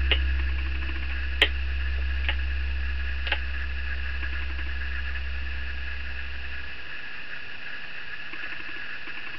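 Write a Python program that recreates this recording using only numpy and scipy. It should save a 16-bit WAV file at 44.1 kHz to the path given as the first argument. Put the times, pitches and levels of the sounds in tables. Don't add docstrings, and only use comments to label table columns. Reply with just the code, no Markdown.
import sys
import numpy as np
from scipy import signal
from scipy.fft import rfft, irfft, next_fast_len
from scipy.io import wavfile
from scipy.ndimage import uniform_filter1d

SR = 44100
rng = np.random.default_rng(int(sys.argv[2]) if len(sys.argv) > 2 else 0)


def wav_out(sig):
    wavfile.write(sys.argv[1], SR, np.round(np.clip(np.atleast_2d(sig).T, -1, 1) * 32767).astype(np.int16))


N = 413658
TIME = np.arange(N) / SR
TAPS = 8192
BINS = np.fft.rfftfreq(TAPS, 1 / SR)


def gain_of(db):
    return 10 ** (np.asarray(db) / 20)


def unit_rms(x):
    return x / np.sqrt(np.mean(x ** 2) + 1e-20)


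def eq_gain(curve, hz):
    curve_hz, db = np.transpose(curve)
    return gain_of(np.interp(np.log(hz + 1), np.log(np.sort(curve_hz) + 1), db))


def envelope(points):
    return gain_of(np.interp(TIME, *np.transpose(points)))


def add(mix, start, sound):
    part = mix[round(start * SR):][:len(sound)]
    part += sound[:len(part)]


def equalise(x, curve):
    size = next_fast_len(N + TAPS)
    hz = np.fft.rfftfreq(size, 1 / SR)
    return irfft(rfft(x, size) * eq_gain(curve, hz), size)[:N]


def noise(curve):
    return unit_rms(equalise(rng.standard_normal(N), curve))


def wander(rate_hz):
    t = np.arange(0, N / SR + 1, .002)
    hz = np.fft.rfftfreq(len(t), t[1])
    white = rfft(rng.standard_normal(len(t)))
    slow = irfft(white / np.hypot(1, (hz / rate_hz) ** 2), len(t))
    return unit_rms(np.interp(TIME, t, slow))


def resonances(modes):
    return sum((gain_of(db) / (1 + ((BINS - hz) / width) ** 2)) ** 2 for hz, width, db in modes)


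def struck(power):
    log_gain = np.log(power + 1e-10) / 2
    mirrored = np.concatenate([log_gain, log_gain[-2:0:-1]])
    ring = np.fft.ifft(np.exp(np.conj(signal.hilbert(mirrored)))).real
    return ring[:TAPS // 2] * SR / 10000


def scatter(delay, t60):
    t = np.arange(TAPS) / SR
    fade = gain_of(-60 * t / t60)
    spectrum = rfft(rng.standard_normal(TAPS) * fade, 2 * TAPS)
    spectrum /= np.sqrt(uniform_filter1d(abs(spectrum) ** 2, size=48))
    tail = np.concatenate([np.zeros(round(delay * SR)), irfft(spectrum)])[:TAPS]
    return tail / np.linalg.norm(tail)


def in_room(ring, clutter_db, clutter_t60, room_db, room_t60):
    # delay in seconds, level in dB.
    echoes = [(.0012, -5), (.0043, -7), (.0071, -8), (.0113, -8)]
    paths = gain_of(clutter_db) * scatter(.002, clutter_t60)
    paths += gain_of(room_db) * scatter(.008, room_t60)
    paths[0] += 1
    for delay, db in echoes:
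        paths[round(delay * SR)] += gain_of(db)
    return signal.fftconvolve(ring, paths)


def machine_hum(pitch_hz=65.3):
    # time in seconds, level in dB.
    fundamental_fade = [(0.0, -25), (0.3, -25.5), (0.95, -32), (2.03, -28), (2.88, -29.5), (3.27, -32),
                        (5.43, -33), (6.57, -39.5), (7.05, -63)]
    buzz_fade = [(0, -48), (.5, -51.5), (1.03, -51.5), (1.12, -57), (2.55, -57.5), (3.1, -61.5), (5.3, -61),
                 (7, -73.5)]
    # multiple of the pitch, level in dB relative to the buzz's fade.
    overtones = [(1.5, -9), (2, -.5), (3, -14), (3.79, -10), (4.5, -7), (5, -3), (5.25, -11), (6, -15)]
    phase = 2 * np.pi * np.cumsum(pitch_hz + .06 * wander(1.3)) / SR
    buzz = np.zeros(N)
    for multiple, db in overtones:
        gain = gain_of(db + wander(3))
        buzz += gain * np.sin(multiple * phase + .25 * wander(2) + 2 * np.pi * rng.random())
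    fade_out = np.clip((7.3 - TIME) / 0.25, 0, 1)
    fundamental = envelope(fundamental_fade) * np.sin(phase)
    return np.sqrt(2) * fade_out * (fundamental + envelope(buzz_fade) * buzz)


def thin_tones():
    # pitch in Hz, rms level in dB.
    tones = [(247.3, -70.5), (4513, -70.5)]
    sines = (gain_of(db) * np.sin(2 * np.pi * hz * TIME + 0.54 * wander(2.9)) for hz, db in tones)
    return np.sqrt(2) * sum(sines)


def fan(whirr_trim_db=-3.5, rush_db=-43, flutter_db=2.0, rush_flutter_db=0.64, surge_db=1.5):
    # frequency in Hz, relative level in dB.
    whirr_eq = [(1050, -35.5), (1240, -16), (1330, -20), (1420, -9), (1500, -7.5), (1565, -22), (1630, 0),
                (1700, 0), (1830, -8), (1970, -12.5), (2080, -14), (2300, -33.5)]
    rush_eq = [(2150, -18.5), (2350, -10.5), (2480, -3.5), (2590, 0), (2680, 0), (2750, -4), (2820, -2),
               (2930, -8), (3050, -17.5), (3300, -28.5)]
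    # time in seconds, level in dB before the trim.
    drift = [(0, -39), (2.75, -39), (3.85, -37), (5.2, -38), (7.8, -38.5), (8.3, -36.5), (9.38, -37.5)]
    flutter = unit_rms(np.tanh(wander(rate_hz=20)))
    surge = unit_rms(np.tanh(wander(rate_hz=7)))
    whirr_gain = envelope(drift) * gain_of(whirr_trim_db + surge_db * surge + flutter_db * flutter)
    whirr = whirr_gain * noise(whirr_eq)
    rush = gain_of(rush_db + rush_flutter_db * flutter + .5 * wander(25)) * noise(rush_eq)
    return whirr + rush


def room_tone(level_db=-45.5):
    # frequency in Hz, relative level in dB.
    bed_eq = [(10, 19), (35, 10.5), (70, 8.5), (130, 5.5), (300, 0.5), (600, -2), (1000, -4.5),
              (2200, -2.5), (3300, -2.5), (4500, -4.5), (6000, -6)]
    return gain_of(level_db) * noise(bed_eq)


def switches(knock_lag=0.00346, wall_lag=.0071, ring_width_hz=100, body_width_hz=140):
    # start in seconds, gain in dB,
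    # then Hz and dB for each of ring, body and knock, edge in dB, highest Hz that the contact excites.
    snaps = [(0.1063, -22, 2880, 13, 1700, 14, 435, -6, -17, 3500),
             (0.1146, 0, 2914, 14.5, 2040, -2, 433, 0, -4, 3480),
             (1.0968, -21, 2450, 9, 2100, 4, 800, -1, -1, 3500),
             (1.4155, -7, 2800, 0, 2050, -3, 430, -17, 2, 4000),
             (1.4182, 3.5, 3105, 10, 1990, 9.5, 404, 1, -13, 4300),
             (2.246, -18, 2480, 8, 2300, 7, 550, -17, 0, 3900),
             (2.2864, -3.5, 2640, 4, 1820, 4.5, 860, -4.5, -8, 3200),
             (3.269, -10, 2760, 6, 2250, -8, 520, 0.5, 13.5, 3900),
             (3.3169, -13.5, 3120, 9, 2100, -6, 550, -22, 16.5, 3500),
             (3.32, -4, 2760, 9, 1580, 6, 847, 3, -3, 3430)]
    # pitch in Hz, width in Hz, gain in dB.
    housing_modes = [(730, 510, -13), (1283, 90, -5), (1620, 210, -26), (1895, 84, 1.5), (2130, 130, 0.5),
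                     (2420, 390, -2), (2830, 193, 6.5), (2930, 220, -2.5), (3320, 90, -6), (3690, 210, -5),
                     (3980, 150, -20.5)]
    panel_modes = [(339, 45, -1.5), (542, 66, -0.5), (716, 19, -9.5), (845, 33, -4.5), (1060, 54, -12)]
    # frequency in Hz, gain in dB.
    edge_eq = [(150, -63), (400, -30.5), (2500, -30.5), (3700, -21), (4100, -23), (5200, -31),
               (6000, -40.5)]
    out = np.zeros(N)
    for start, db, ring_hz, ring_db, body_hz, body_db, knock_hz, knock_db, edge_db, top_hz in snaps:
        own_modes = [(ring_hz, ring_width_hz, ring_db), (body_hz, body_width_hz, body_db)]
        housing = resonances(housing_modes + own_modes)
        contact = 1 / (1 + (BINS / top_hz) ** 20)
        edge = (gain_of(edge_db) * eq_gain(edge_eq, BINS)) ** 2
        ring = gain_of(db) * struck(housing * contact + edge)
        add(out, start, in_room(ring, clutter_db=-3, clutter_t60=.04, room_db=-2, room_t60=.145))
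        knock = gain_of(db + knock_db) * struck(resonances(panel_modes + [(knock_hz, 55, 3)]))
        knock_tail = signal.fftconvolve(knock, scatter(wall_lag, t60=0.095))
        add(out, start + knock_lag, knock)
        add(out, start + knock_lag + wall_lag, gain_of(-5) * knock)
        add(out, start + knock_lag, gain_of(-3) * knock_tail)
    return out


def notched_wheel(slip_db=-2.5, seat_db=-0.5, seat_lag=0.0048, knock_db=11, knock_lag=.002):
    # start in seconds, notches passed, time stretch, gain in dB,
    # low knock in dB.
    turns = [(.391, 6, .985, 0.5, -2.5), (.887, 3, .7, -1, 2), (1.112, 1, 1, -3, -14),
             (4.225, 6, 0.99, -1, 1), (8.329, 6, 0.98, -0.5, 1), (9.07, 4, 1, -0.5, 0)]
    # delay in seconds before the stretch, gain in dB, low knock in dB, spring ring in dB.
    notches = [(0, -16.5, 3, 1), (.101, -19.5, 0.5, 3), (.195, -19, 0, 4.5), (.274, -20, 3.5, -2),
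               (.363, -19, 4.5, 1.5), (.439, -20, 3.5, 0)]
    # pitch in Hz, width in Hz, gain in dB.
    housing_modes = [(834, 130, -10.5), (1073, 70, 2.5), (1250, 86, -2), (1470, 73, -3.5), (1900, 130, -5),
                     (2685, 186, 6)]
    out = np.zeros(N)
    bench = struck(resonances([(322, 30, 0)]))
    for start, count, stretch, turn_db, turn_low_db in turns:
        for delay, notch_db, low_db, spring_db in notches[:round(count)]:
            onset = start + stretch * delay
            db = turn_db + notch_db
            tick = struck(resonances(housing_modes + [(2240, 190, spring_db)]))
            for lag, contact_db in [(0, slip_db), (seat_lag, seat_db)]:
                wet_tick = in_room(tick, clutter_db=1, clutter_t60=0.025, room_db=-6.5, room_t60=.09)
                add(out, onset + lag, gain_of(db + contact_db) * wet_tick)
            add(out, onset + knock_lag, gain_of(db + knock_db + turn_low_db + low_db) * bench)
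    return out


def bumps():
    # start in seconds, gain in dB.
    hits = [(1.983, -14), (8.459, -18)]
    out = np.zeros(N)
    for start, db in hits:
        thud = gain_of(db) * struck(resonances([(520, 130, 0)]))
        add(out, start, in_room(thud, clutter_db=1.5, clutter_t60=.06, room_db=-6, room_t60=.12))
    return out


def scene():
    beds = machine_hum() + thin_tones() + fan() + room_tone()
    return (beds + switches() + notched_wheel() + bumps())[None]


def record(dry):
    # frequency in Hz, gain in dB.
    mic_eq = [(4700, 0.5), (5200, -2), (5500, -5.5), (5750, -13.5), (5950, -21), (6150, -32), (6350, -88.5)]
    offset, ceiling, top_hz = .0256, .71, 16000
    narrow = equalise(dry[0], mic_eq)
    clipped = np.clip(narrow + offset, -ceiling, ceiling)
    lowpass = signal.butter(12, top_hz, fs=SR, output="sos")
    return signal.sosfiltfilt(lowpass, clipped)[None]


dry = scene()
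out = record(dry)
wav_out(out)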